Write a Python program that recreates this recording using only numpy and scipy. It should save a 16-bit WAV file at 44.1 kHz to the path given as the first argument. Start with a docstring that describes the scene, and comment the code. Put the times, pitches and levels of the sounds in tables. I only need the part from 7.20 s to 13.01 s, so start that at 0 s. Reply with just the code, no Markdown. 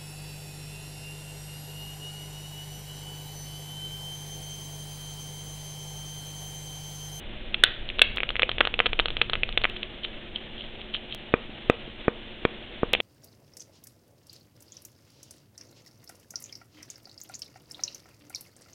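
"""Taps, snaps and pops of plastic

Close to an old camera, a handheld game console's lid snaps twice in its hinge and long fingernails tap
the shell; each impact excites damped modes. Trading cards slide off a stack with a swish of friction,
a thin plastic card is flexed until it buckles in five loud pops, and nails click again.
The camera passes little above 4 kHz and adds its own hiss and hum."""
import sys
import numpy as np
from scipy import signal
from scipy.fft import rfft, irfft
from scipy.io import wavfile

SR = 44100
rng = np.random.default_rng(int(sys.argv[2]) if len(sys.argv) > 2 else 0)


def put_to_file(sound):
    """Save the sound as 16-bit audio at rate SR, in the file named by the first command-line argument."""
    columns = np.atleast_2d(sound).T  # one column per channel
    safe = np.clip(columns, -1, 1)
    whole_steps = np.round(safe * 32767)
    wavfile.write(sys.argv[1], SR, whole_steps.astype(np.int16))


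N = 256220

# Spectra of the camera's hiss and the hands' rumble: (frequency [Hz], relative density [dB])
HISS_SPECTRUM = [(53, -42.5), (90, -2), (164, -4), (224, -1), (277, -4.5), (359, 0), (416, -6), (604, -4),
                 (1000, -15), (1360, -14.5), (1530, -12), (2370, -9), (2880, -6.5), (3560, -8), (4400, -27),
                 (5720, -72), (9680, -120)]
RUMBLE_SPECTRUM = [(5, -9), (15, 5), (35, -1), (60, -10.5), (130, -16.5), (250, -36), (600, -57),
                   (2000, -92)]
# Tones of the camera's hum: (frequency [Hz], rms level [dB])
HUM_TONES = [(220, -54), (361, -57), (2890, -60), (3130, -60), (3440, -61)]
# Envelope of the rumble: (time [s], relative level [dB])
RUMBLE_ENVELOPE = [(0.0, -45.5), (2.3, -40), (2.62, -48.5), (3.57, -50.5), (4.59, -52), (5.32, -53.5),
                   (5.81, -47)]
# Nail taps: (time [s], relative level [dB], click centre [Hz], panel clack [dB], case knock [dB])
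# Clack and knock are relative to the click: near 0 for a square hit, far below for a glancing one.
NAIL_TAPS = [(0.3435, -25.5, 3000.0, -20.5, -20.5), (0.345, -18.5, 2820, -17.5, -26.5),
             (0.6904, -27.5, 3300.0, -20.0, -21.5), (0.7018, -27.5, 2550.0, -24, -27),
             (0.787, -30, 2900.0, -36, -7.5), (0.7942, -17.5, 3150.0, -7.5, -16.5),
             (0.9723, -24.0, 3200.0, -9.5, -17.5), (0.9836, -24.5, 2250.0, -12, -11.5),
             (1.0045, -22, 2490, -18.5, -12.5), (1.0336, -21, 2610, -7.5, -10),
             (1.0916, -21.5, 2960, -18.5, -18), (1.105, -27, 3300.0, -3, -9),
             (1.1566, -25.0, 2350.0, -11, -12.5), (1.166, -25, 2700, -14.5, -19),
             (1.196, -19.5, 2550.0, -6, -10.5), (1.2215, -18.5, 3010, -6, -20.5),
             (1.2323, -12.5, 2400.0, -22.5, -7.5), (1.2935, -23.0, 3400.0, -3.5, -7),
             (1.3162, -23.5, 2900, -21.5, -17.5), (1.3838, -23.5, 2530, -17, -9),
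             (1.407, -15, 2850.0, -8, -9), (1.4106, -16, 2470, 1, -2), (1.4526, -21, 3050.0, -7, -10),
             (1.4734, -22.5, 3250.0, -2.5, -6), (1.5413, -21.5, 2700.0, -17, -10.5),
             (1.592, -18, 2900.0, -10.5, -8), (1.603, -14.5, 2370, -3.5, -6.5),
             (1.6595, -21.5, 2850.0, -4.5, -13), (1.6625, -20, 3200, -10.5, -11),
             (1.6666, -18.5, 2920, -10.5, -8.5), (1.7323, -22, 2800.0, -10.5, -7.5),
             (1.792, -17.5, 2750.0, -17.5, -10.5), (1.7983, -16.0, 2950.0, -4, -7),
             (1.8026, -21, 2980, -29.5, -19), (1.8582, -20.5, 3400, -7.5, -9),
             (1.8844, -26, 3050.0, -10.5, -10.5), (1.9048, -27.5, 3000.0, -14.5, -7),
             (1.9689, -23, 2870, -11.5, -14), (2.0151, -24.0, 2450.0, -24, -20),
             (2.0163, -13.5, 2700, -10, -14), (2.0186, -19, 3230, -12.5, -15.5),
             (2.0982, -25.5, 3550.0, -5.5, -8), (2.1341, -19.5, 3270, -6.5, -13.5),
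             (2.1387, -27.0, 2720, -12, -6.5), (2.1548, -25, 2700.0, -6, -10),
             (2.2342, -15.5, 2555, -22, -16.5), (2.2914, -30, 3450.0, -6, -7),
             (2.3262, -30.5, 2900, -41, -27.5), (2.3763, -14, 2700.0, -16, -11.5),
             (2.4171, -32, 3200.0, -11.0, -6), (2.4385, -25, 3600, -11, -23.0),
             (2.4435, -16.5, 2570, -8.0, -10.5), (2.4534, -19.5, 2410, -2.5, -8),
             (5.737, -16, 2750.0, -17, -22), (5.737, -23, 2900, -25, 2.5), (5.742, -26, 2900, -13, -6),
             (5.7509, -18, 2450.0, -20, -8), (5.8034, -19, 2690, -20.0, -6)]
# Modes of the hand-damped shell and of the lid: (frequency [Hz], level [dB], T60 [s])
SHELL_MODES = [(305, -5.5, 0.013), (480, 0, 0.047), (740, -1.5, 0.011), (980, -6.5, 0.006),
               (1480, 6, 0.0082), (1780, 1.5, 0.0065), (2250, 1, 0.0065), (2450, 6.5, 0.0066),
               (3070, 2, 0.019), (3113, 0.5, 0.0095), (3400, 10.5, 0.011), (3860, -5, 0.0028)]
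LID_MODES = [(420, -0.5, 0.01), (760, 1, 0.014), (1050, -3.5, .008), (1491, -2.5, .011),
             (1720, -1.5, 0.0039), (2180, -0.5, 0.01), (2616, 4, 0.012), (3060, -2, .009),
             (3470, -0.5, 0.0062), (3540, 2, .011), (4210, -1.5, 0.013)]
# Hinge contacts: (time [s], level [dB], click centre [Hz], lid clack [dB re click])
HINGE_CONTACTS = [(0.4378, -14.5, 3500, -4), (0.4384, -7, 3367, -5.5), (0.4404, -17.5, 3000, -12.5),
                  (0.4477, -22.5, 3367, -13.5), (0.8174, -10.5, 2884, -12.5), (0.8192, -6.5, 2950, -12),
                  (0.828, -25.5, 3100, -14)]
# Thin ticks: (time [s], relative peak [dB])
TICK_EVENTS = [(.9622, -28), (2.497, -36.5), (3.9483, -20), (5.7334, -10)]
# A faint nail tap, then card slides with light clicks:
# (mid time [s], half length [s], swish [dB], click [dB], clack [dB re click])
TAP_THEN_SLIDES = [(2.499, 0.0047, -47, -32.5, -25), (2.565, 0.0076, -38.5, -35.5, -8),
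                   (2.6315, 0.019, -45.5, -24.5, -21), (2.84, 0.004, -43.5, -37, -21),
                   (2.8492, 0.012, -31, -27, -11), (3.1637, 0.0082, -32.5, -33.5, -20.5),
                   (3.41, 0.04, -40, -37, -22.5), (3.555, 0.0034, -41, -39.5, -20),
                   (3.616, 0.0058, -41, -36.5, -21), (3.7403, 0.004, -41, -35, -11.5),
                   (3.75, 0.015, -30, -28.5, -8), (3.927, 0.028, -37, -36, -18)]
# Spectrum of the friction: (frequency [Hz], relative density [dB])
FRICTION_SPECTRUM = [(500, -11), (1300, -32), (2200, -20), (3100, 14.5), (3700, 2.5), (5000, -19)]
# Loud and faint pops: (time [s], peak [dB], cutoff [Hz], pitch from tension [ratio], twisting mode [dB])
CARD_POPS = [(4.1397, -0.5, 2400, 1.0, -19), (4.2938, -30.5, 342, 1.0, -20), (4.351, -34, 300, 1.0, -21),
             (4.4989, 1, 3080, 1.04, -4), (4.678, -31, 451, 1.0, -23), (4.8817, -3, 1950, 0.98, -8),
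             (5.045, -43, 400, 1.0, -22), (5.252, -1.5, 3970, 0.956, -21), (5.6326, -6.5, 1400, 0.97, -9)]
# Modes of the flexed card: (frequency [Hz], level [dB], T60 [s])
CARD_MODES = [(143, -12, 0.015), (270, -2, 0.023), (402, -2, 0.021), (464, 2, 0.023), (880, -14, 0.0062),
              (1216, -3.5, 0.012), (1560, -8, 0.015), (1910, -2.5, 0.011), (2440, 4, 0.011),
              (3400, 1, 0.0073)]
# Spectrum of the room's reflections: (frequency [Hz], relative level [dB])
ROOM_SPECTRUM = [(100, -13.5), (900, 3), (1600, 0), (3200, 2), (4500, -3)]
LIGHT_CLICK_HZ = 2990


def amp(db):
    """Amplitude grows tenfold for every 20 dB."""
    return 10 ** (np.asarray(db) / 20)


def unit_rms(x):
    """Normalisation brings the mean power to 1."""
    return x / np.sqrt(np.mean(x ** 2) + 1e-20)


def add(mix, start_s, sound):
    """Superposition: a sound adds to the mix from its start time on."""
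    part = mix[max(round(start_s * SR), 0):][:len(sound)]
    part += sound[:len(part)]


def coloured(x, spectrum):
    """Linear filtering weights each frequency by the spectrum; the result has rms 1."""
    hz, db = np.transpose(spectrum)
    f = np.fft.rfftfreq(len(x), 1 / SR)
    gain = amp(np.interp(np.log(f + 1), np.log(hz + 1), db))
    return unit_rms(irfft(rfft(x) * gain, len(x)))


def drift(step_s):
    """Interpolation between random values gives a slow fluctuation of rms 1."""
    knots = np.arange(0, N / SR + 1, step_s)
    return unit_rms(np.interp(np.arange(N) / SR, knots, rng.standard_normal(len(knots))))


def low_pass(x, hz, size):
    """Convolution with a windowed sinc cuts the treble steeply."""
    return signal.oaconvolve(x, signal.firwin(size, hz, window=("kaiser", 8), fs=SR), "same")


def camera_noise(hiss_db=-44, flutter_db=1.25, waver_hz=1.7):
    """Random modulation: the camera's hiss flutters in amplitude and its hum wavers in frequency."""
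    hiss = amp(hiss_db + flutter_db * drift(0.016)) * coloured(rng.standard_normal(N), HISS_SPECTRUM)
    hum = np.zeros(N)
    for hz, db in HUM_TONES:
        phase = 2 * np.pi * np.cumsum(hz + waver_hz * drift(0.05)) / SR
        hum += amp(db) * unit_rms(np.sin(phase))
    return hiss + hum


def hand_rumble(gain_db=6):
    """Handling noise: moving hands make a low rumble that swells and fades."""
    level_db = np.interp(np.arange(N) / SR, *np.transpose(RUMBLE_ENVELOPE)) + gain_db
    return amp(level_db) * coloured(rng.standard_normal(N), RUMBLE_SPECTRUM)


def band(response, hz, octaves, lag_rad=1.0, trail_s_per_hz=3.2e-7):
    """One band of an impact sound: the pressure dips before it peaks, and the treble is heard a little after
    the lows."""
    f = np.fft.rfftfreq(len(response), 1 / SR) + 1
    lag = lag_rad + np.pi * trail_s_per_hz * (f - LIGHT_CLICK_HZ) ** 2
    gain = np.exp(-(np.log2(f / hz) / octaves) ** 2)
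    part = irfft(rfft(response) * gain * np.exp(-1j * lag), len(response))
    return part * np.sqrt(0.004 * SR / np.sum(part ** 2))  # the energy of 4 ms at rms 1


def impacts(contacts, modes, scatter_db, detune, click_octaves, clack_hz, clack_octaves, push_db):
    """Impulse response: a short push, then free vibration whose modal weights vary with the spot hit."""
    hz, db, t60 = np.transpose(modes)[:, :, None]
    t, out = np.arange(2048) / SR, np.zeros(N)
    spots = rng.standard_normal((len(contacts), 2, len(modes), 1))
    for (time_s, level_db, click_hz, clack_db, knock_db), (weight, shift) in zip(contacts, spots):
        envelopes = amp(db + scatter_db * weight - 60 * t / t60)
        ring = (envelopes * np.cos(2 * np.pi * hz * (1 + detune * shift) * t)).sum(0)
        push = amp(push_db) * (t == 0)
        response = np.r_[np.zeros_like(t), ring / np.linalg.norm(ring) + push]
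        click = band(response, click_hz, click_octaves)
        clack = amp(clack_db) * band(response, clack_hz, clack_octaves)
        knock = amp(knock_db) * band(response, hz=470, octaves=0.95)  # the hollow case
        add(out, time_s - t[-1], amp(level_db) * (click + clack + knock))
    return out


def dry_clicks(contacts):
    """Damping: in the hand-held shell the push outweighs the ring, so a contact sounds dry."""
    return amp(-1) * impacts(contacts, SHELL_MODES, scatter_db=7.5, detune=0.049, click_octaves=0.45,
                             clack_hz=1400, clack_octaves=0.66, push_db=8)


def nail_taps(rebound_s=0.0031, rebound_db=-22, spread_db=2.5, graze_db=-12.5):
    """Elastic rebound: each nail strikes the shell and bounces once, only grazing it."""
    contacts = []
    for tap in NAIL_TAPS:
        time_s, level_db = tap[:2]
        lateness, strength = rng.uniform(-0.66, 1, 2)
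        bounce_s = time_s + rebound_s * (1 + lateness / 2)
        bounce_db = level_db + rebound_db + spread_db * strength
        contacts += [tap, (bounce_s, bounce_db, LIGHT_CLICK_HZ, graze_db, graze_db)]
    return dry_clicks(contacts)


def hinge_snaps(click_octaves, push_db, knock_db=-16.5):
    """Impact excitation: the hinge catches, seats and rattles, and each contact rings the lid."""
    contacts = [(*contact, knock_db) for contact in HINGE_CONTACTS]
    return impacts(contacts, LID_MODES, scatter_db=3.6, detune=0.01, click_octaves=click_octaves,
                   clack_hz=1670, clack_octaves=0.8 * click_octaves, push_db=push_db)


def ticks(decay_s=0.000095):
    """A brief pulse has a wide spectrum: these thin ticks reach the top octave."""
    pulse = np.exp(-np.arange(200) / SR / decay_s)
    out = np.zeros(N)
    for time_s, db in TICK_EVENTS:
        add(out, time_s, amp(db) * pulse)
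    return out


def swishes(catches_per_s=800, spread_db=4, swish_share=0.18):
    """Friction: tiny catches over a soft swish, faint at a nail tap, then as card rubs on card."""
    t = np.arange(N) / SR
    strengths = rng.standard_normal(N) * amp(spread_db * np.minimum(rng.exponential(1, N), 3))
    catches = unit_rms(strengths * (rng.random(N) < catches_per_s / SR))
    friction = coloured(catches + swish_share * rng.standard_normal(N), FRICTION_SPECTRUM)
    envelope = sum(amp(db) * np.exp(-((t - mid) / half) ** 2) for mid, half, db, _, _ in TAP_THEN_SLIDES)
    return friction * envelope


def light_clicks(click_hz=2880, knock_db=-20.5):
    """Light impacts give much click and little knock: a faint nail tap, then the sliding cards."""
    return dry_clicks([(time_s, click_db, click_hz, clack_db, knock_db)
                       for time_s, _, _, click_db, clack_db in TAP_THEN_SLIDES])


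def card_pops(buckle_s=0.00022, suction_db=3.5, scatter_db=1.0, twist_hz=624, twist_t60=0.012):
    """Snap-through buckling: the bent card gives way, drawing air after it, then rings in its modes."""
    t, out = np.arange(3000) / SR, np.zeros(N)
    until_snap = t[::-1] / buckle_s
    suction = -amp(suction_db) * until_snap * np.exp(1 - until_snap)
    for time_s, peak_db, cutoff_hz, pitch_ratio, twist_db in CARD_POPS:
        twist = (twist_hz, twist_db, twist_t60)  # excited by an uneven bend
        hz, db, t60 = np.transpose(CARD_MODES + [twist])[:, :, None]
        envelopes = amp(db + scatter_db * rng.standard_normal(db.shape) - 60 * t / t60)
        ring = (envelopes * np.sin(2 * np.pi * hz * pitch_ratio * t)).sum(0)
        pop = signal.sosfilt(signal.butter(4, cutoff_hz, fs=SR, output="sos"), np.r_[suction, ring])
        add(out, time_s - t[-1], amp(peak_db) * pop / abs(pop).max())
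    return out


def reflections(x, delay_s, t60):
    """Reverberation: dense random echoes begin after a delay and decay exponentially."""
    t = np.arange(SR // 2) / SR
    echoes = rng.standard_normal(len(t)) * (rng.random(len(t)) < 0.15)
    tail = coloured(echoes, ROOM_SPECTRUM) * amp(-60 * t / t60) * (t > delay_s)
    return signal.fftconvolve(x, tail / np.linalg.norm(tail))[:N]


def scene():
    """Direct and reverberant fields add; the loud hinge snaps have a stronger room tail."""
    snaps = hinge_snaps(click_octaves=0.45, push_db=-3)
    # Sound from all sides of the lid reaches the walls, which evens out its modes.
    diffuse_snaps = hinge_snaps(click_octaves=0.55, push_db=18)
    near = nail_taps() + light_clicks() + card_pops() + swishes()
    early = amp(-15) * reflections(near + snaps, delay_s=0.0012, t60=0.028)  # off hands and camera
    late = reflections(amp(-23) * near + amp(-18) * diffuse_snaps, delay_s=0.014, t60=0.43)
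    return (near + snaps + early + late + camera_noise() + hand_rumble())[None]


def record(dry, fizz_db=-49, top_hiss_db=-84):
    """Band limiting and saturation: the camera cuts treble, adds fizz and hiss, and flattens peaks."""
    narrow = low_pass(dry[0], hz=4304, size=181)
    fizz_spectrum = [(4000, 6.5), (5500, -3), (7000, -5), (9800, -2), (11000, -7.5), (16000, -13.5)]
    top_spectrum = [(5000, -1), (6000, -2.5), (10200, -2.5), (10900, -13), (16000, -14.5)]
    fizz = amp(fizz_db) * abs(narrow) * coloured(rng.standard_normal(N), fizz_spectrum)
    top_hiss = amp(top_hiss_db) * coloured(rng.standard_normal(N), top_spectrum)
    mix = narrow + fizz + top_hiss + ticks()  # the ticks keep their treble
    clipped = mix / (1 + mix ** 24) ** (1 / 24)
    return low_pass(clipped, hz=16500, size=255)[None]


dry = scene()
out = record(dry)
put_to_file(out)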